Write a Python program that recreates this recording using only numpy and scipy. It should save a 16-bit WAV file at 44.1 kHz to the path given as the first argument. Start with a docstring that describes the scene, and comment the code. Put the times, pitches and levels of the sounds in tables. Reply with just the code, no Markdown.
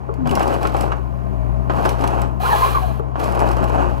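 """In a spruce wood, some way off, a forestry harvester works. Its diesel drones and sags under load.
Three times the rollers drag the stem through the knives: brittle fracture makes branches crunch and snap,
stick-slip friction makes the wood groan and squeak, and impacts knock the steel head. Oil hisses in valves.
Between the last two pulls the chain saw bites the log in whining surges, and its rasp swells and dies away.
The trunks scatter a short reverberation."""
import sys
import numpy as np
from scipy import signal
from scipy.fft import rfft, irfft
from scipy.io import wavfile
from scipy.ndimage import uniform_filter1d

SR = 44100
rng = np.random.default_rng(int(sys.argv[2]) if len(sys.argv) > 2 else 0)


def inscribe(sig):
    """Save sig as 16-bit PCM at rate SR to the path in sys.argv[1].

    A 1-D sig is mono; a 2-D sig holds one channel per row.
    Samples are clipped to [-1, 1] before scaling.
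    """
    pcm = np.round(np.clip(np.atleast_2d(sig).T, -1, 1) * 32767)
    wavfile.write(sys.argv[1], SR, pcm.astype(np.int16))


N = 176400
TIME = np.arange(N) / SR
PADDED = 2 ** 18
FREQS = np.maximum(np.arange(PADDED // 2 + 1) * SR / PADDED, 1)

# Levels are relative; T60 is the time to decay by 60 dB.
# the diesel's running: t/s, firing rate f/Hz, level/dB
ENGINE = [(0, 63.8, -35), (.24, 63.1, -31), (.43, 60, -30.5), (.86, 60.4, -28.5), (1.1, 63.4, -30.5),
          (1.48, 60.2, -25.5), (1.71, 64, -26), (1.87, 60.4, -28), (2.25, 60.7, -26.5), (2.42, 63.5, -29),
          (2.69, 58.9, -29), (2.87, 63.8, -27), (3.12, 64, -31.5), (3.4, 60.4, -26.5), (3.85, 61, -26),
          (4, 61, -28)]
# engine and pump tones: multiple of the firing rate, level/dB, roughness
ENGINE_TONES = [(2 / 3, -27, .21), (1, -1.3, .15), (2, -2.7, .12), (7 / 3, -19, .5), (19 / 6, -12.5, .55),
                (13 / 3, -21.5, .43), (19 / 3, -25.5, .4), (31 / 3, -20, .62), (50 / 3, -28, .24)]
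# spectrum of the fan and hydraulic rush: f/Hz, level/dB
RUSH_SPECTRUM = [(25, -43.5), (60, 3), (150, -1.5), (270, -1.5), (480, -7), (640, -4.5), (760, -7.5),
                 (1050, -6.5), (1600, -22), (2700, -33.5), (4000, -45.5), (8000, -51.5), (15000, -51)]
# knocks on the steel head: t/s, level/dB
CLUNKS = [(0.089, -21.5), (2.993, -22)]
# modes of the head: f/Hz, level/dB, T60/s
HEAD_MODES = [(406, 4.5, 0.068), (457.3, -1, 0.13), (593, -7, 0.08), (840, -8.5, 0.092), (1147, -5, 0.076),
              (1347, -3.5, 0.0338)]
# branches snapping: t/s, level/dB
SNAPS = [(0.14, -38.5), (0.273, -28), (0.2934, -29), (0.3116, -25), (0.353, -17), (0.3954, -22.5),
         (0.43, -26), (0.4776, -25.5), (0.54, -28), (0.63, -25), (0.672, -24.5), (0.742, -34),
         (0.7672, -27), (0.8092, -21.5), (0.822, -32), (1.85, -25.5), (1.857, -23.5), (1.8917, -18),
         (2.01, -29.5), (2.04, -28), (2.0758, -23.5), (2.2173, -24.5), (3.1965, -40), (3.241, -26.5),
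         (3.322, -31), (3.35, -31), (3.393, -26.5), (3.403, -27), (3.475, -38.5), (3.489, -31.5),
         (3.5146, -26.5), (3.568, -32), (3.6413, -28), (3.696, -34)]
# spectrum of a snap: f/Hz, level/dB
SNAP_SPECTRUM = [(200, 1), (700, 16), (1400, -21), (2100, 12.5), (2900, 11.5), (3800, 0), (5200, 7),
                 (6500, -1), (8000, 3.5), (12000, 1), (16000, -9)]
# the stem slipping in the rollers: t/s, duration/s, initial f/Hz, final f/Hz, level/dB
GROANS = [(.186, .102, 264, 238, -26.5), (.23, .058, 165, 140, -27), (.318, .032, 385, 372, -30),
          (.415, .04, 335, 328, -30)]
# branches slipping on the knives: t/s, nominal f/Hz, level/dB
SQUEAKS = [(.292, 2950, -37), (.311, 2800, -38), (.353, 2950, -41), (.525, 3020, -43), (.539, 3020, -43),
           (.629, 3080, -43)]
# one envelope for each pull of the stem: t/s, crunch level/dB, twig level/dB
PULLS = [
    [(.23, -55, -84), (.272, -26.5, -50), (.42, -24.5, -45), (.53, -22.5, -43), (.602, -29.5, -51),
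     (.65, -23.5, -44), (.715, -32.5, -50), (.81, -25, -46), (.88, -29, -49.5), (.912, -30.5, -72.5),
     (1, -34.5, -72)],
    [(1.67, -56, -91), (1.7, -34, -51.5), (1.79, -23, -47), (1.86, -25.5, -42.5), (1.978, -30, -52),
     (2.03, -25, -42.5), (2.144, -24.5, -50.5), (2.224, -25.5, -51), (2.34, -46, -80)],
    [(3.14, -42.5, -71), (3.17, -34.5, -68), (3.205, -22.5, -38), (3.33, -26.5, -47.5), (3.41, -20, -51),
     (3.53, -25.5, -47), (3.63, -23, -51), (3.69, -25.5, -48), (3.8, -19, -53.5), (3.9, -27.5, -54),
     (4, -38, -55)],
]
# spectrum of breaking wood: f/Hz, level/dB
CRUNCH_SPECTRUM = [(90, -20.5), (170, 3), (300, 3), (500, 2), (750, 3.5), (1250, -2), (1650, -12.5),
                   (2200, -24.5), (2900, -23.5), (3700, -33.5), (7000, -55.5), (15000, -69)]
# spectrum of breaking twigs: f/Hz, level/dB
TWIG_SPECTRUM = [(800, 0), (2000, 19), (3000, 11), (3800, 9.5), (5000, 6), (6500, 0), (8000, 0), (12500, 6),
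                 (16000, -9)]
# resonances that ring while the head feeds, the highest a hydraulic whine near 2.5 kHz: f/Hz, bandwidth/Hz,
# level/dB
FEED_RESONANCES = [(563, 31, -7), (791, 15, -9), (1072, 9, -9.5), (2502, 98, -14.5)]
# oil flowing in the valves: opening t/s, closing t/s
FLOWS = [(.25, 3.01), (3.165, 4)]
# spectrum of the oil's hiss: f/Hz, level/dB
HISS_SPECTRUM = [(1500, -27), (4000, 1), (8000, -5.5), (13000, 7), (16000, -15)]
# heavy wood meeting steel: t/s, level/dB
BLOWS = [(.257, -21), (.373, -16), (.405, -15), (.652, -12.5), (.746, -14), (1.697, -14), (1.853, -9),
         (2.038, -13), (3.156, -22)]
# spectrum of a blow: f/Hz, level/dB
BLOW_SPECTRUM = [(120, -23), (300, 5), (700, 8), (1300, 3.5), (2100, -16), (2900, -16.5), (4000, -27.5),
                 (12000, -49)]
# the rollers gripping the stem: t/s, level/dB
GRIPS = [(0.304, -13)]
# modes of the stem: f/Hz, level/dB, T60/s
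STEM_MODES = [(80, -2.5, 0.077), (150.6, -9, 0.33), (255, -7, 0.075)]
# thick limbs splitting: t/s, level/dB
CRACKS = [(.405, -22), (.919, -18.5), (1.697, -23)]
# spectrum of a split: f/Hz, level/dB
CRACK_SPECTRUM = [(400, -8), (1150, 9), (1700, -2.5), (2900, -17.5), (4500, -30), (12000, -48)]
# the saw's teeth biting: t/s, duration/s, initial f/Hz, final f/Hz, level/dB
SAW_SURGES = [(2.4, .014, 730, 750, -30), (2.432, .011, 800, 820, -23), (2.449, .019, 1300, 1450, -26),
              (2.477, .018, 1070, 1040, -25), (2.5, .07, 1800, 1640, -34), (2.507, .016, 930, 900, -27),
              (2.528, .029, 880, 840, -19.5), (2.617, .036, 1030, 1070, -22),
              (2.657, .033, 1090, 1120, -29), (2.743, .043, 1190, 1020, -22.5),
              (2.818, .042, 760, 730, -30), (2.872, .045, 700, 640, -38)]
# harmonics of the whine: multiple, level/dB
SAW_HARMONICS = [(1, 0.5), (2, -22.5)]
# spectrum of the chain's rasp and chip spray: f/Hz, level/dB
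RASP_SPECTRUM = [(200, -33), (430, 4), (570, -1.5), (800, 3), (1300, 2.5), (1800, -20), (2500, -17.5),
                 (3500, -17), (5000, -32), (7000, -31), (9000, -25), (12500, -19.5), (16000, -30.5)]
# resonances of the saw bar: f/Hz, bandwidth/Hz, level/dB
BAR_RESONANCES = [(1027, 14, -5.5), (1585, 62, -12), (2370, 76, -23.5), (4010, 36, -30)]
# scatter from the trunks: f/Hz, level/dB
TRUNK_SCATTER = [(60, -11), (500, -9.5), (1200, -14), (2500, -8), (6000, -6.5), (15000, -17.5)]
# balance of the microphone pair: f/Hz, left minus right level/dB
PORT_BALANCE = [(110, 11.5), (200, 8), (380, 9), (700, 4), (1000, 2), (1300, -3.5), (1550, -10), (2400, -1),
                (3100, -6), (4600, 0), (8000, -1.5), (10500, -6.5), (15000, -3)]
# phase between the microphones: f/Hz, left minus right phase/rad
PORT_PHASE = [(40, -2), (110, -3.5), (260, -2), (700, -1.81), (1000, -2), (1400, -2.5), (1650, -2),
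              (2100, -2), (2450, -7.5), (3250, -7), (3850, -11.5), (5900, -14), (6800, -12.5),
              (9000, -14.5), (15500, -14)]


def from_db(db):
    """Amplitude ratio of a level in decibels."""
    return 10 ** (np.asarray(db) / 20)


def rms_one(x):
    """Normalisation to unit rms."""
    return x / np.sqrt(np.mean(x ** 2) + 1e-20)


def in_time(rows):
    """Linear interpolation of each column at every sample."""
    s, *columns = np.transpose(rows)
    return [np.interp(TIME, s, c) for c in columns]


def during(start, end):
    """A rectangular gate with smoothed edges."""
    return uniform_filter1d(1. * ((TIME >= start) & (TIME <= end)), size=256)


def over_hz(points):
    """Interpolation on a logarithmic frequency axis."""
    hz, value = np.transpose(points)
    return np.interp(np.log(FREQS), np.log(hz), value)


def colour(x, spectrum):
    """Minimum-phase filtering by the folded cepstrum; white noise keeps its power."""
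    cepstrum = irfft(np.log(rms_one(from_db(over_hz(spectrum)))))
    cepstrum[1:PADDED // 2] *= 2
    cepstrum[PADDED // 2 + 1:] = 0
    return irfft(rfft(x, PADDED) * np.exp(rfft(cepstrum)))[:N]


def drift(hz):
    """Random fluctuation: low-pass noise of unit rms."""
    return rms_one(irfft(rfft(rng.standard_normal(PADDED)) / (1 + (FREQS / hz) ** 2))[:N])


def grains(per_s, spread_db):
    """Shot noise of random fractures, many small and few large."""
    sizes = from_db(spread_db * np.minimum(rng.exponential(1, N), 5)) * rng.choice([-1, 1], N)
    return rms_one(sizes * (rng.random(N) < per_s / SR))


def bursts(events, t60):
    """Exponentially decaying noise at each event."""
    kicks = np.zeros(N)
    for s, db in events:
        kicks[int(s * SR)] += from_db(db)
    envelope = signal.lfilter([1], [1, -from_db(-60 / (t60 * SR))], kicks + 1e-18)
    return envelope * rng.standard_normal(N)


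def struck(events, modes, contact_s=0.0047):
    """Free vibration: each contact excites a body's damped modes."""
    out = np.zeros(N)
    for s, db in events:
        age = np.maximum(TIME - s, 0)
        for hz, mode_db, t60 in modes:
            envelope = from_db(db + mode_db - 60 * age / t60) * np.minimum(age / contact_s, 1)
            out += envelope * np.sin(2 * np.pi * (hz * age + rng.random()))
    return out


def resonate(x, resonances):
    """Forced vibration of parallel two-pole resonators."""
    out = 0
    for hz, width, db in resonances:
        r = np.exp(-np.pi * width / SR)
        poles = [1, -2 * r * np.cos(2 * np.pi * hz / SR), r * r]
        out += from_db(db) * np.sqrt((1 - r * r) / 2) * signal.lfilter([1, 0, -1], poles, x + 1e-18)
    return out


def glides(rows, harmonics, jitter, rough, edge_s=.003):
    """Short gliding tones with random frequency and amplitude modulation."""
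    out = np.zeros(N)
    wobble = 1 + jitter * drift(124)
    flutter = 1 + rough * drift(200)
    for s, length, from_hz, to_hz, db in rows:
        age = TIME[:int((length + edge_s) * SR)]
        span = int(s * SR) + np.arange(len(age))
        hz = np.interp(age, [0, length], [from_hz, to_hz]) * wobble[span]
        phase = 2 * np.pi * np.cumsum(hz) / SR
        tone = sum(from_db(db + part_db) * np.sin(k * phase) for k, part_db in harmonics)
        edges = np.minimum(np.minimum(age, age[::-1]) / edge_s, 1)
        out[span] += edges * flutter[span] * tone
    return np.sqrt(2) * out


def engine():
    """Periodic firing sets the exhaust and pump tones and modulates the broadband rush."""
    hz, db = in_time(ENGINE)
    firing_phase = 2 * np.pi * np.cumsum(hz) / SR
    tones = 0
    for multiple, tone_db, rough in ENGINE_TONES:
        phase = multiple * firing_phase + 2 * np.pi * rng.random()
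        tone = (1 + rough * drift(24)) * np.sin(phase) + rough * drift(26) * np.cos(phase)
        tones += from_db(db + tone_db) * tone
    throb = 1 + 0.13 * np.sin(firing_phase)
    rush = colour(rng.standard_normal(N) * throb, RUSH_SPECTRUM)
    return np.sqrt(2) * tones + rush * from_db(-36.5 + 0.35 * (db - db.mean()))


def head_clunks():
    """Impact excites the normal modes of the steel head."""
    return struck(CLUNKS, HEAD_MODES)


def branch_snaps(ring_t60=0.021):
    """Brittle fracture: a crack, a tail of splinters and four damped modes for each branch."""
    splinters = bursts(SNAPS, t60=0.017) + from_db(-13) * bursts(SNAPS, t60=0.07)
    rings = np.zeros(N)
    age = TIME[:SR // 10]
    for (s, db), modes_hz in zip(SNAPS, 2400 * 4 ** rng.random((len(SNAPS), 4))):
        start = int(s * SR)
        ring = np.sin(2 * np.pi * np.outer(modes_hz, age)).sum(axis=0)
        rings[start:start + len(age)] += from_db(db - 60 * age / ring_t60) * ring
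    return from_db(-6.5) * colour(splinters, SNAP_SPECTRUM) + from_db(-26) * rings


def rubbing(squeak_s=0.0065, squeak_tuning=0.967):
    """Stick-slip friction: the stem groans in the rollers, branches squeak on the knives."""
    groans = glides(GROANS, [(1, 0)], jitter=0.017, rough=0.26)
    slips = [(s, squeak_s, hz, hz, db) for s, hz, db in SQUEAKS]
    return groans + glides(slips, [(squeak_tuning, 0)], jitter=0.025, rough=0.15)


def delimbing():
    """Clustered fractures: twigs crackle, and crunching wood rings the head's resonances and a hydraulic whine
    near 2.5 kHz."""
    crunch_gain, twig_gain = 0, 0
    for pull in PULLS:
        crunch_db, twig_db = in_time(pull)
        moving = during(pull[0][0], pull[-1][0])
        crunch_gain += moving * from_db(crunch_db - 1.38)
        twig_gain += moving * from_db(twig_db - 3)
    clumps = drift(34)
    fractures = crunch_gain * rms_one(grains(per_s=2200, spread_db=2.4) * from_db(.8 * clumps))
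    crackle = grains(per_s=1500, spread_db=3.5)
    needle_hiss = .5 * rng.standard_normal(N)
    twigs = twig_gain * rms_one((crackle + needle_hiss) * from_db(1.8 * clumps))
    head_ring = from_db(-11.5) * resonate(fractures, FEED_RESONANCES)
    return colour(fractures, CRUNCH_SPECTRUM) + head_ring + colour(twigs, TWIG_SPECTRUM)


def hydraulics():
    """Flow noise: oil hisses through the valves while they are open."""
    valves_open = sum(during(*flow) for flow in FLOWS)
    return from_db(-72.5) * colour(rng.standard_normal(N), HISS_SPECTRUM) * valves_open


def blows():
    """Impact of heavy wood on steel: a brief crack over a more slowly decaying thud."""
    crack = from_db(-5) * bursts(BLOWS, t60=0.065)
    thud = from_db(-11.5) * bursts(BLOWS, t60=0.21)
    return colour(crack + thud, BLOW_SPECTRUM)


def stem_thump():
    """The rollers' grip excites the low normal modes of the stem."""
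    return struck(GRIPS, STEM_MODES)


def limb_cracks():
    """Fracture of a thick limb releases a burst of mid-frequency noise."""
    return colour(bursts(CRACKS, t60=0.072), CRACK_SPECTRUM)


def saw(start_s=2.397, attack_s=0.085, release_s=2.661, stop_s=3.005, decay_db_per_s=66):
    """Periodic tooth impacts whine in surges; the shot noise of chips rasps and rings the bar."""
    whine = glides(SAW_SURGES, SAW_HARMONICS, jitter=.028, rough=.38)
    attack = np.sqrt(np.clip((TIME - start_s) / attack_s, 0, 1))
    decay = from_db(-decay_db_per_s * np.maximum(TIME - release_s, 0))
    spray = rms_one(grains(per_s=10000, spread_db=1.0) * from_db(0.57 * drift(50)))
    chips = attack * decay * during(start_s, stop_s) * spray
    rasp = from_db(-26) * colour(chips, RASP_SPECTRUM)
    return whine + rasp + from_db(-26.5) * resonate(chips, BAR_RESONANCES)


def forest(x, t60=0.32):
    """Scattering by the trunks gives each side its own short reverberant tail."""
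    decay = from_db(-60 * TIME / t60)
    tails = np.array([rms_one(rng.standard_normal(N) * decay) for _ in range(2)]) / np.sqrt(N)
    return irfft(rfft(x, PADDED) * rfft(tails, PADDED) * from_db(over_hz(TRUNK_SCATTER)))[:, :N]


def scene():
    """Superposition of the machine's direct sound and the scattered field."""
    wood = delimbing() + branch_snaps() + limb_cracks() + rubbing() + blows() + stem_thump()
    machine = engine() + hydraulics() + wood + saw() + head_clunks()
    return machine + forest(machine)


def record(dry, fade_s=.004, cutoff_hz=16000):
    """Level and phase differences between two microphone ports give stereo; a low-pass cuts the top."""
    ratio = from_db(over_hz(PORT_BALANCE))
    left = ratio * np.exp(1j * over_hz(PORT_PHASE))
    ports = np.array([left, np.ones_like(ratio)]) / np.sqrt((1 + ratio ** 2) / 2)
    soft_ends = np.minimum(np.minimum(TIME, TIME[::-1]) / fade_s, 1)
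    heard = from_db(5.0) * irfft(rfft(dry * soft_ends, PADDED) * ports)[:, :N]
    return signal.sosfilt(signal.ellip(12, .1, 80, cutoff_hz, fs=SR, output="sos"), heard)


dry = scene()
out = record(dry)
inscribe(out)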